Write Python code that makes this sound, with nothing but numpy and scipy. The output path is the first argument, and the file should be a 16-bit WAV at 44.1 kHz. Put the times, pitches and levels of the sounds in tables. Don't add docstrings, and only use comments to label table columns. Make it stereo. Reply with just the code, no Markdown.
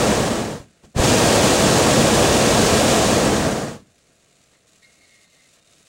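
import sys
import numpy as np
from scipy import signal
from scipy.fft import rfft, irfft
from scipy.io import wavfile

SR = 44100
rng = np.random.default_rng(int(sys.argv[2]) if len(sys.argv) > 2 else 0)


def master(y):
    cut = np.clip(np.atleast_2d(y).T, -1, 1)
    pcm = np.round(cut * 32767)
    wavfile.write(sys.argv[1], SR, pcm.astype(np.int16))


N = 259290
TIME = np.arange(N) / SR
FREQ = np.maximum(np.fft.rfftfreq(N, 1 / SR), 1)

# frequency in Hz, relative strength there in dB.
SCUFF_COLOUR = [(150, -11.5), (500, -2), (1400, -2), (3200, -6), (6000, -26)]
RUSTLE_COLOUR = [(600, -25.5), (1200, -3.5), (1600, -8.5), (2800, -1), (3300, -5.5), (3700, -1), (5300, -5),
                 (7200, -0.5), (9300, -6.5), (10300, -8), (12400, -9.5), (14500, -27), (15700, -16)]
PILOT_COLOUR = [(20, -14), (60, -5.5), (130, -1.5), (220, -3), (320, -4), (450, -4), (680, -3.5),
                (900, -18), (1300, -13), (2500, -16.5), (8000, -48.5)]
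RUMBLE_COLOUR = [(12, -36), (28, -21.5), (45, -11), (62, -6.5), (95, -5.5), (135, -0.5), (175, -4),
                 (225, 2), (290, -8.5), (420, -17), (900, -57.5)]
ROAR_COLOUR = [(130, -37), (300, -1.5), (355, -2.5), (510, -1), (590, -3), (700, -3.5), (850, -10),
               (1120, -12), (1520, -17), (1700, -15), (2100, -21), (4000, -51)]
JET_COLOUR = [(700, -28), (1500, -8.5), (2100, -7), (2350, 0), (3500, -0.5), (5300, -2.5), (7000, -1),
              (9300, -6), (10100, -10), (12400, -8.5), (14500, -20), (15700, -17)]
# start in seconds, length in seconds, level in dB.
SCUFF_EVENTS = [(4.515, .045, -63), (5.551, 0.042, -62.5)]
# start in seconds, length in seconds, level in dB, pitch in Hz,
# change to the overtones in dB.
SQUEAK_EVENTS = [(4.524, .05, -65, 2050, -8), (4.819, 0.032, -53.5, 2127, -2),
                 (4.863, 0.15, -62, 2134, -10), (5.007, 0.056, -57.5, 2150, -5),
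                 (5.07, .145, -59, 2135, -9), (5.22, 0.15, -64, 2090, -4), (5.37, .1, -61.5, 2070, -8)]
# multiple of the pitch, width in Hz, level in dB.
SQUEAK_TONES = [(.9, 110, -10.5), (1, 50, -2.5), (1.056, 70, -14), (1.77, 100, -14), (1.92, 90, -8),
                (2.07, 90, -6.5)]
# start in seconds, length in seconds, level at the end in dB.
RUSTLE_STROKES = [(3.882, 0.68, -64), (4.65, .6, -58), (5.275, 0.29, -57.5), (5.636, .25, -56.5)]
# start in seconds, peak level in dB, pitch in Hz.
FLAME_THUMPS = [(0.601, -26, 104.3), (0.844, -38.5, 75), (.963, -10.5, 95), (0.996, -4, 71.4)]
# when the valve opens, how long the flow takes to rise, when it ends,
# how long it takes to run down (all in seconds), level in dB.
GAS_BLASTS = [(-1, .07, 0.61, 0.79, -1), (0.817, .018, 0.853, 0.014, -28), (0.94, .062, 3.77, 0.81, 0)]
# frequency in Hz, how far the left leads in radians,
# left minus right level in dB, how alike the sides are from 0 to 1.
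STEREO_IMAGE = [(30, 0.56, 2.5, 0.67), (70, 0.49, -0.6, 0.94), (150, 0.92, 1, 0.86), (348, 1.52, 1.5, 0.92),
                (684, 1.37, 3.5, 0.87), (1390, 0.93, 3.5, 0.92), (2800, 0.6, 3.5, 0.91),
                (7000, 0.68, 3.5, 1), (9600, 0.62, 0.2, 0.83), (10040, 1.6, 0, 0.5), (12350, 2.7, 3, 0.98),
                (14000, 2.94, 2.5, 0.66), (15300, 0.04, -1, 0.92)]


def gain(db):
    return 10 ** (np.asarray(db) / 20)


def over_frequency(table, column=1):
    rows = np.array(table, float)
    return np.interp(np.log(FREQ), np.log(rows[:, 0]), rows[:, column])


def shaped_noise(response):
    sound = irfft(rfft(rng.standard_normal(N)) * response, N)
    return sound / np.sqrt(np.mean(sound ** 2))


def noise(colour):
    return shaped_noise(gain(over_frequency(colour)))


def flutter(rate_hz):
    return shaped_noise(1 / (1 + (FREQ / rate_hz) ** 4))


def resonance(hz, width_hz):
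    return 1 / (1 + (2 * (FREQ - hz) / width_hz) ** 2)


def stroke(start, length, rise_s, fade_s):
    rise = np.clip((TIME - start) / rise_s, 0, 1)
    return rise * np.exp(-np.maximum(TIME - start - length, 0) / fade_s)


def filtered(sound, response):
    middle = N // 2
    return signal.fftconvolve(sound, np.roll(irfft(response, N), middle))[middle:middle + N]


def reflections(die_away_s=0.09, echo_db=-11, above_hz=700):
    tail = rng.standard_normal(N) * np.exp(-np.log(1000) * TIME / die_away_s) * (TIME > 0.002)
    tail /= np.sqrt(np.sum(tail ** 2))
    return 1 + gain(echo_db) * rfft(tail) * FREQ / (FREQ + above_hz)


def hear_in_basket(shared, spread):
    lead, pan_db, likeness = (over_frequency(STEREO_IMAGE, column) for column in (1, 2, 3))
    apart = (1 - np.clip(likeness, 0, 1)) / 2
    echoes = reflections()
    channels = []
    for side in (1, -1):
        balance = np.sqrt(2 / (1 + gain(-side * pan_db) ** 2))
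        path = echoes * balance * np.exp(0.5j * side * lead)
        centre = filtered(shared, path * np.sqrt(1 - apart))
        width = filtered(spread, path * np.sqrt(apart))
        channels.append(centre + side * width)
    return np.array(channels)


def whistle(start_s=4.4, rise_s=1.6, level_db=-67.5):
    tone = shaped_noise(resonance(hz=3680, width_hz=22))
    return tone * gain(level_db) * np.clip((TIME - start_s) / rise_s, 0, 1)


def scuffs():
    loudness = sum(gain(db) * stroke(start, length, rise_s=0.006, fade_s=0.015)
                   for start, length, db in SCUFF_EVENTS)
    return noise(SCUFF_COLOUR) * loudness


def squeaks(catch_db=0.6):
    out = np.zeros(N)
    for start, length, db, hz, overtones_db in SQUEAK_EVENTS:
        ringing = sum(gain(tone_db + overtones_db * (ratio > 1.5)) * resonance(ratio * hz, width)
                      for ratio, width, tone_db in SQUEAK_TONES)
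        out += gain(db) * stroke(start, length, rise_s=0.005, fade_s=0.015) * shaped_noise(ringing)
    return out * gain(catch_db * flutter(35))


def rustle(rest_db=-64, swell_db=3, grain_db=2.1, snag_db=0.5):
    power = gain(rest_db) ** 2
    for start, length, db in RUSTLE_STROKES:
        to_go = np.clip(1 - (TIME - start) / length, 0, 1)
        loudness = gain(db - swell_db * to_go) * stroke(start, length, rise_s=0.027, fade_s=0.025)
        power = power + loudness ** 2
    hiss = noise(RUSTLE_COLOUR) * np.sqrt(power)
    return hiss * gain(grain_db * flutter(150) + snag_db * flutter(18))


def pilot_flame(level_db=-60.5, flicker_db=1.0):
    return noise(PILOT_COLOUR) * gain(level_db + flicker_db * flutter(14))


def thumps(decay_s=0.0035, low_cut_hz=35):
    out = np.zeros(N)
    for start, db, hz in FLAME_THUMPS:
        age = np.maximum(TIME - start, 0)
        swing = -np.sin(2 * np.pi * hz * age) * np.exp(-age / decay_s)
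        out += gain(db) * swing / np.abs(swing).max()
    return signal.sosfilt(signal.butter(1, low_cut_hz, "high", fs=SR, output="sos"), out)


def follow_gas(level_db, saturation, lag_s, fresh_db, settle_s, sag_db_per_s=0.56, trickle=0.024):
    loudness = np.zeros(N)
    for opens, rise_s, ends, fall_s, db in GAS_BLASTS:
        age = np.maximum(TIME - opens, 0)
        remaining = trickle * np.logaddexp(0, (ends - TIME) / fall_s / trickle)
        flow = np.clip(np.minimum(age / rise_s, remaining), 0, 1)
        strength = gain(level_db + db + fresh_db * np.exp(-age / settle_s) - sag_db_per_s * age)
        loudness += strength * np.tanh(saturation * flow) / np.tanh(saturation)
    memory = np.exp(-1 / (lag_s * SR))
    return signal.lfilter([1 - memory], [1, -memory], loudness, zi=[memory * loudness[0]])[0]


def burner():
    billows, swirls, spits = flutter(20), flutter(70), flutter(260)
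    rumble = noise(RUMBLE_COLOUR) * gain(0.94 * billows)
    roar = noise(ROAR_COLOUR) * gain(0.16 * swirls + 0.25 * billows)
    jet = noise(JET_COLOUR) * gain(0.48 * spits + 0.36 * swirls + 0.33 * billows)
    rumble *= follow_gas(level_db=-18, saturation=1.65, lag_s=0.0432, fresh_db=8, settle_s=0.06)
    roar *= follow_gas(level_db=-13.5, saturation=1.6, lag_s=0.015, fresh_db=-4, settle_s=0.09)
    jet *= follow_gas(level_db=-20, saturation=-0.12, lag_s=0.0219, fresh_db=-1, settle_s=0.1)
    return rumble + roar + jet


def scene():
    shared, spread = (burner() + pilot_flame() + rustle() for _ in range(2))
    return hear_in_basket(shared + thumps() + squeaks() + scuffs() + whistle(), spread)


def record(dry, ceiling=0.64, top_hz=15800):
    pressure = np.sqrt(np.mean(dry ** 2, axis=0))
    rounded = dry / (1 + (pressure / ceiling) ** 4) ** (1 / 4)
    treble_cut = signal.ellip(12, 0.2, 80, top_hz, fs=SR, output="sos")
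    return signal.sosfilt(treble_cut, rounded)


dry = scene()
out = record(dry)
master(out)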